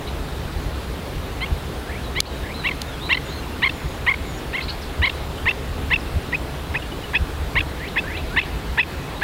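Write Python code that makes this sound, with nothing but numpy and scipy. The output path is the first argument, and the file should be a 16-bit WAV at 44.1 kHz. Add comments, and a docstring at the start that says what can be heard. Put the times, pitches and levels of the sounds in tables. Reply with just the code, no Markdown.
"""Marsh bird beside a pond

A marsh bird repeats a short squeak of gliding partials that breaks into brief rough notes.
Small birds farther off whistle, warble and chirrup in near-pure tones, smeared by reeds and far banks.
Coloured noise makes the wind buffeting the microphone and the hush of open country; a cricket ticks
in fuzzy tone bursts, and something snaps twice, each time as quick cracks ringing short modes."""
import sys
import numpy as np
from scipy import signal
from scipy.io import wavfile
from scipy.ndimage import uniform_filter1d

SR = 44100
rng = np.random.default_rng(int(sys.argv[2]) if len(sys.argv) > 2 else 0)


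def store_wav(level_fs):
    """Save 16-bit WAV to argv[1]."""
    pcm = np.round(np.clip(np.atleast_2d(level_fs), -1, 1) * 32767)
    wavfile.write(sys.argv[1], SR, pcm.T.astype(np.int16))


N = 407043


def amp(db):
    """Decibels to gain."""
    return 10 ** (np.asarray(db) / 20)


def add(mix, s, sound):
    """Mixes a sound in at s seconds."""
    part = mix[round(s * SR):][:len(sound)]
    part += sound[:len(part)]


def noise(points, size, patchy_db):
    """Random short-time spectra of the given colour, with drifting patches; rms 1."""
    frames, hz = 4 * N // size + 5, np.fft.rfftfreq(size, 1 / SR)
    real, imaginary, patches = rng.standard_normal((frames, len(hz), 3)).T
    patches = uniform_filter1d(patches, size=12, axis=0)  # across frequency
    patches = uniform_filter1d(patches, size=12, axis=1)  # across time
    point_hz, point_db = np.transpose(points)
    colour_db = np.interp(np.log(hz + 1), np.log(point_hz), point_db, left=-90, right=-90)
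    level_db = colour_db[:, None] + patchy_db * patches / patches.std()
    spectra = (real + 1j * imaginary) * amp(level_db)
    x = signal.istft(spectra, nperseg=size, noverlap=3 * size // 4)[1][:N]
    return x / x.std()


def tone(hz, waver):
    """Running phase of a slightly unsteady pitch curve."""
    drift = uniform_filter1d(rng.standard_normal(len(hz)), size=60)
    return 2 * np.pi * (np.cumsum(hz * (1 + waver * drift)) / SR + rng.random())


def hiss():
    """Faint high noise, later set in opposite polarity in the two channels."""
    # Spectrum of the hiss. Each row: frequency in Hz, relative level in dB per Hz.
    hiss_colour = [(2350, -41), (4000, -15), (4440, -31), (5440, -5.5), (11600, 10), (16000, 5)]
    return amp(-64.5) * noise(hiss_colour, size=256, patchy_db=-1.5)


def hush():
    """The hush of open country: steady noise, strongest in the lows, with slight drifting patches."""
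    # Spectrum of the open country. Each row: frequency in Hz, relative level in dB per Hz.
    hush_colour = [(71, -14), (120, -3.5), (150, -3), (196, -14), (241, -6.5), (341, -9.5), (418, -8.5),
                   (569, -13.5), (789, -14), (856, -15), (1790, -20), (2070, -22.5), (3820, -24),
                   (5870, -34.5), (16000, -39)]
    return amp(-31.5) * noise(hush_colour, size=1024, patchy_db=1.11)


def wind():
    """Low buffeting of air on the microphone, in lumps each surrounded by a lull."""
    # Spectrum of wind on the microphone. Each row: frequency in Hz, relative level in dB per Hz.
    wind_colour = [(11, -38), (18, -10), (70, 7.5), (81, 6), (102, -18), (146, -2), (194, -20), (220, -18),
                   (290, -55), (480, -120)]
    # The strongest buffets. Each row: centre in seconds, level in dB above the steady wind.
    buffets = [(.56, 7), (.68, 9.5), (1.18, 10), (1.52, 10.5), (2.43, 5.5), (3.85, 13), (4.5, 5.5),
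               (4.68, 6), (5.01, 15), (5.22, 5), (5.45, 10), (5.7, 2), (6.16, 12.5), (6.71, 5.5),
               (7.22, 12.5), (7.58, 5), (8.55, 8.5), (8.72, 12), (9.2, 5)]
    wind_db, buffet_s, lull_share = -31, 0.028, 0.24
    t = np.arange(N) / SR
    lumps_db = np.zeros(N)
    for s, db in buffets:
        buffet = np.exp(-((t - s) / buffet_s) ** 2)
        lull = np.exp(-((t - s) / (3 * buffet_s)) ** 2)
        lumps_db += db * ((1 + lull_share) * buffet - lull_share * lull)
    return amp(wind_db + lumps_db) * noise(wind_colour, size=4096, patchy_db=2.0)


def cricket():
    """Short chirps near ten kilohertz, made fuzzy by an unsteady pitch."""
    # Start of each chirp in seconds.
    chirp_starts = [0.349, 0.904, 1.066, 1.249, 1.408, 1.584, 1.777, 1.98, 2.379, 2.551, 2.739, 2.959, 3.15,
                    3.35, 3.514, 3.705, 3.89, 4.29, 4.54, 4.93, 5.14, 5.41, 5.81, 6.02, 6.205, 6.41, 6.605]
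    chirp_db, chirp_hz, chirp_s = -52, 9670, 0.033
    out, shape = np.zeros(N), np.hanning(round(chirp_s * SR))
    for s in chirp_starts:
        add(out, s, amp(chirp_db) * shape * np.sin(tone(chirp_hz + 0 * shape, .04)))
    return out


def banks(x):
    """Far banks and trees return a late, smeared echo."""
    t = np.arange(SR // 2) / SR
    rise = np.clip((t - .04) / 0.089, 0, 1)
    tail = rng.standard_normal(len(t)) * rise * amp(-60 * t / 1.6)  # falls 60 dB in 1.6 s
    return signal.fftconvolve(x, tail / np.linalg.norm(tail))[:N]


def reeds(x):
    """Reeds scatter the far song into a short smear behind the direct sound."""
    blur_s, blur_db = 0.027, -4
    t = np.arange(round(4 * blur_s * SR)) / SR
    trail = rng.standard_normal(len(t)) * np.exp(-t / blur_s)
    return x + amp(blur_db) * signal.fftconvolve(x, trail / np.linalg.norm(trail))[:N]


def whistle(hz, waver, edge_s):
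    """A near-pure tone along a pitch curve; distant song comes and goes on the air."""
    flutter_db = 2.5
    t = np.arange(len(hz)) / SR
    flutter = uniform_filter1d(rng.standard_normal(len(hz)), size=400) * np.sqrt(400)
    ends = np.minimum(np.minimum(t, t[::-1]) / edge_s, 1)
    return np.sqrt(2) * np.sin(tone(hz, waver)) * ends * amp(flutter_db * flutter)


def rising_whistles():
    """Far whistles climb ever faster and may flick up in the last moment, louder the wider the flick."""
    # Two voices at a time. Each row: start in seconds, length in seconds, first pitch in Hz,
    # last pitch before the upturn in Hz, final upturn in Hz, level before flick and flutter in dB.
    whistle_rows = [(1.868, 0.066, 1520, 2480, 10, -37), (1.887, 0.11, 1615, 2880, 10, -43),
                    (2.428, 0.043, 1594, 2320, 10, -39), (2.45, .08, 1620, 2620, 11, -39),
                    (7.79, 0.1, 1690, 3030, 1500, -37.5), (7.82, 0.06, 1600, 2300, 10, -44),
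                    (8.028, .15, 1516, 3050, 1330, -35), (8.086, 0.13, 1565, 2990, 10, -40.5),
                    (8.31, .13, 1410, 3005, 1160, -34), (8.398, 0.053, 2099, 2756, 10, -40)]
    rise_power, flick_s, flick_db_per_hz = 1.7, 0.0153, .006
    out = np.zeros(N)
    for s, length, first_hz, last_hz, upturn_hz, db in whistle_rows:
        u = np.linspace(0, 1, round(length * SR))
        flick = np.clip(1 - (1 - u) * length / flick_s, 0, 1)
        hz = first_hz + (last_hz - first_hz) * u ** rise_power + upturn_hz * flick ** 2
        swell = np.sin(np.pi * u ** 0.86 * .85) ** 0.4
        level = amp(db + flick_db_per_hz * upturn_hz * flick)
        add(out, s, level * swell * whistle(hz, 0.093, 0.0015))
    return out


def arched_calls(rows, waver, voices):
    """Near-pure tones whose pitch arches between its ends, in voices of (pitch ratio, level in dB)."""
    out = np.zeros(N)
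    for s, length, first_hz, last_hz, arch_hz, db in rows:
        u = np.linspace(0, 1, round((length + 0.0062) * SR))  # room for the soft ends
        hz = first_hz + (last_hz - first_hz) * u + arch_hz * np.sin(np.pi * u)
        for ratio, voice_db in voices:
            add(out, s - .004, amp(db + voice_db) * whistle(ratio * hz, waver, 0.0051))
    return out


def warbles():
    """Warbles and chips of small far birds: one arched voice, its pitch only slightly unsteady."""
    # Each row: nominal start and length in seconds, then first pitch, last pitch and arch in Hz
    # (all sung at 0.98 of these), level before flutter in dB.
    warble_rows = [(2.04, 0.046, 4166, 4000, -150, -45), (2.28, 0.107, 4150, 4000, -250, -48),
                   (2.535, 0.079, 3740, 3900, 407, -42.5), (2.62, 0.073, 3990, 3897, 12, -42),
                   (2.87, 0.091, 3820, 3300, 26, -45), (3.0, .08, 3370, 4130, 194, -39),
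                   (3.28, 0.12, 3500, 4120, 497, -44.5), (3.25, 0.17, 7200, 6300, -100, -55),
                   (3.74, 0.22, 7230, 6950, -200, -59), (4.26, 0.13, 7500, 7100, -400, -54.5),
                   (4.38, .012, 6300, 5270, 15, -52), (5.995, .015, 6000, 4830, 10, -46),
                   (8.865, .055, 4300, 3980, 300, -57), (9.158, 0.027, 4120, 4100, -250, -43),
                   (9.2, .028, 4600, 4000, 8, -47), (4.816, 0.024, 6438, 3940, 5, -44),
                   (6.822, 0.0097, 3070, 2700, 10, -30.5), (6.92, .012, 3050, 2940, 10, -40),
                   (7.038, 0.011, 3070, 2880, 18, -35), (3.432, .012, 2880, 2770, 10, -40),
                   (3.532, .014, 2820, 2730, 10, -38), (5.378, 0.011, 3160, 3050, 10, -39)]
    return arched_calls(warble_rows, .16, [(0.98, 0.007)])


def chirrups():
    """Arched chirrups in two voices, raspy through their very unsteady pitch."""
    # Each row: nominal start and length in seconds, then first pitch, last pitch and arch of the
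    # upper voice in Hz, its level before flutter in dB.
    chirrup_rows = [(0.074, 0.018, 3240, 3060, 1115, -35.5), (2.255, 0.0236, 3250, 3980, 700, -37),
                    (4.612, 0.035, 3300, 4230, 590, -39), (4.684, 0.0265, 3170, 3940, 740, -31)]
    return arched_calls(chirrup_rows, .52, [(1, 0), (.7, -6)])


def snaps():
    """A few quick cracks in a row ring short, damped modes."""
    # Each row: start in seconds, peak level ahead of the recorder in dB.
    snap_rows = [(2.2035, .5), (2.817, -13)]
    # Ringing modes of a crack. Each row: frequency in Hz, width in Hz, relative level in dB.
    modes = [(2660, 280, -16), (3700, 830, 18), (5080, 600, 13), (5730, 480, 4), (6280, 330, 9.5),
             (9700, 720, 7.5), (12400, 570, -1), (15300, 800, -4)]
    out, ring, t = np.zeros(N), np.zeros(800), np.arange(800) / SR
    for k, (hz, width, db) in enumerate(modes):
        ring += (-1) ** k * amp(db) * np.sin(2 * np.pi * hz * t) * np.exp(-np.pi * width * t)
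    ring *= np.minimum(t / 0.00014, 1)  # quick onset
    for s, db in snap_rows:
        snap = np.zeros(1200)
        for delay, crack_db in ((.0004, 22), (.0011, 16), (.0021, 21.5), (.003, 10)):
            add(snap, delay, amp(crack_db) * ring)
        add(out, s, amp(db) * snap / abs(snap).max())
    return out


def note(length, first_hz, last_hz, levels, peak, edge, top_db, waver, rasp_db):
    """One swelling note of gliding partials, roughened by breathy noise."""
    top_hz = 4030  # partials fade by top_db per kHz above this
    upper_fade_db = -7.5  # partials above the strongest die away through the note
    u = np.linspace(0, 1, round((abs(length) + 0.0046) * SR))
    hz, strongest = first_hz + (last_hz - first_hz) * u, np.argmax(levels)
    phase = tone(hz, waver)
    partials = np.zeros(len(u))
    for k, db in enumerate(levels):
        over_khz = np.maximum((k + 1) * hz - top_hz, 0) / 1000
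        partial_db = db - top_db * over_khz + upper_fade_db * u * (k > strongest)
        partials += amp(partial_db) * np.cos((k + 1) * phase)
    rasp = np.convolve(rng.standard_normal(len(u)), np.hanning(50), "same")
    rasp /= np.sqrt(50 * 3 / 8)  # rms about 1
    swell = abs(np.sin(np.pi * u ** peak)) ** edge  # peak: how late it swells; edge: how soft its ends
    return np.sqrt(2) * partials * (1 + amp(rasp_db) * rasp) * swell


def squeak_glides():
    """Each squeak opens with a faint, higher catch and then a rising glide, second partial over a weak first."""
    # Each row: nominal start and length in seconds, first pitch in Hz, last pitch in Hz,
    # level of the second partial in dB, slope of the upper partials in dB per partial.
    glides = [(1.414, .035, 983, 1110, -25, -1.5), (2.161, 0.036, 922, 1150, -23.5, -1.5),
              (2.646, 0.028, 895, 1165, -20, -4.5), (3.1, 0.032, 890, 1140, -16.7, -3),
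              (3.628, 0.026, 850, 1170, -14, -4), (4.072, 0.028, 874, 1138, -13, -9.5),
              (4.538, 0.027, 895, 1103, -22.5, -6), (5.025, 0.032, 858, 1146, -16, -4),
              (5.465, 0.0226, 839, 1090, -15.5, -9), (5.911, .025, 830, 1102, -16.5, -6.5),
              (6.329, 0.012, 907, 1030, -19, -26), (6.749, 0.012, 783, 1046, -20, -7.5),
              (7.141, 0.017, 774, 1056, -19.5, -7), (7.562, 0.026, 838, 1150, -15, -6.5),
              (7.967, 0.015, 790, 1080, -17, -10), (8.37, 0.023, 829, 1084, -12.5, -5),
              (8.781, 0.0207, 796, 1050, -14, -6.5), (9.221, 0.013, 758, 964, -18.5, -7)]
    lead_s, lead_db = .008, -12
    out = np.zeros(N)
    for s, length, first_hz, last_hz, db, slope_db in glides:
        lead_levels = [db + lead_db - 6, db + lead_db]
        lead = note(lead_s, 1.4 * first_hz, 1.3 * first_hz, lead_levels,
                    peak=0.52, edge=1, top_db=0, waver=0.44, rasp_db=-2.5)
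        add(out, s - lead_s, lead)
        levels = [db - 13] + [db + k * slope_db for k in range(4)]
        glide = note(length - .0015, first_hz, last_hz, levels,
                     peak=2.17, edge=0.23, top_db=43, waver=0.15, rasp_db=-38)
        add(out, s - .003, glide)
    return out


def squeak_breaks():
    """The squeak breaks into short notes in two registers, the shorter the rougher."""
    # Each row: nominal start and length in seconds, middle pitch in Hz,
    # level of the main partial in dB, side partials relative to it in dB.
    breaks = [(1.461, 0.004, 930, -33, -11), (2.67, 0.01, 913, -20, -12), (2.687, .005, 886, -23.5, -12),
              (2.69, .0057, 1100, -22.5, -25), (2.712, 0.0075, 1050, -23.5, -8.5),
              (3.128, 0.0096, 920, -12, -10), (3.145, 0.01, 1007, -20, -0.5),
              (3.172, 0.0062, 1030, -20.5, -5.5), (3.658, .01, 1054, -15.5, -12),
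              (3.668, 0.011, 1050, -16.5, -7), (3.695, 0.0047, 910, -22.5, -3),
              (4.101, 0.0085, 1080, -19, -24), (4.111, .012, 1062, -16.5, -18),
              (4.14, 0.0047, 1100, -22, -14), (4.568, .007, 895, -26.5, -11),
              (4.58, 0.01, 1080, -23.5, -14), (4.59, 0.0036, 1053, -25, -12),
              (4.606, .0055, 877, -29.5, -2), (4.61, 0.0083, 1040, -32, -4),
              (5.058, 0.0053, 975, -24.5, 0.5), (5.069, .012, 1067, -17.5, -10),
              (5.096, 0.004, 893, -23.5, -1), (5.486, .014, 886, -15.5, -11), (5.508, 0.0086, 912, -23, -8),
              (5.512, 0.0039, 1010, -26, -8), (5.934, 0.015, 888, -13, -11),
              (5.959, 0.0057, 874, -17.5, -11), (6.343, .015, 842, -18.5, -28),
              (6.759, 0.017, 838, -22.5, -23), (7.15, 0.024, 852, -15, -7), (7.589, 0.005, 907, -18, -7),
              (7.606, 0.0049, 865, -19, -5), (7.979, 0.02, 870, -18.5, -5), (8.39, 0.011, 880, -14, -6.5),
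              (8.414, 0.0045, 850, -22, -9), (8.796, 0.021, 852, -10, -11), (8.83, 0.0045, 825, -20.5, -14)]
    register_hz = 965  # below it a note sings on its third partial, otherwise on its second
    fundamental_db, sixth_db = -13, -25
    out = np.zeros(N)
    for s, length, hz, db, side_db in breaks:
        if hz < register_hz:
            slide = 3800  # Hz per second of nominal length
            levels = [db + fundamental_db - 14, db + side_db - 8, db,
                      db + side_db, db + side_db - 34, db + sixth_db]
        else:
            slide = -3000
            levels = [db + fundamental_db, db, db + side_db, db + 1.76 * side_db]
        half = slide * length / 2
        broken = note(length, hz - half, hz + half, levels,
                      peak=0.87, edge=0.72, top_db=0, waver=0.18, rasp_db=-2.5 - 1100 * length)
        add(out, s - .0015, broken)
    return out


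def scene():
    """One microphone feeds both channels; only a faint hiss differs."""
    far_birds = reeds(rising_whistles() + warbles() + chirrups())
    birds = squeak_glides() + squeak_breaks() + far_birds
    mid = birds + amp(-24.5) * banks(birds) + snaps() + cricket() + wind() + hush()
    side = hiss()
    return np.array([mid + side, mid - side])


def record(dry):
    """Gain control ducks just after loud peaks and recovers; then the treble is cut off at the band limit."""
    peak_db = 20 * np.log10(abs(dry).max(0) + 1e-9)
    fall = np.arange(N) * 60. / SR  # the held peak falls 60 dB a second
    held_db = np.maximum.accumulate(peak_db + fall) - fall
    over_db = np.maximum(held_db + 7.0, 0)  # threshold at -7 dB
    late_db = signal.lfilter(np.ones(200) / 200, 1, over_db)  # averaged over the last 200 samples
    ducked = dry / amp(1.1 * late_db)
    band_limit = signal.firwin(511, 15850, window=("kaiser", 9), fs=SR)
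    return signal.oaconvolve(ducked, band_limit[None], "same")


dry = scene()
out = record(dry)
store_wav(out)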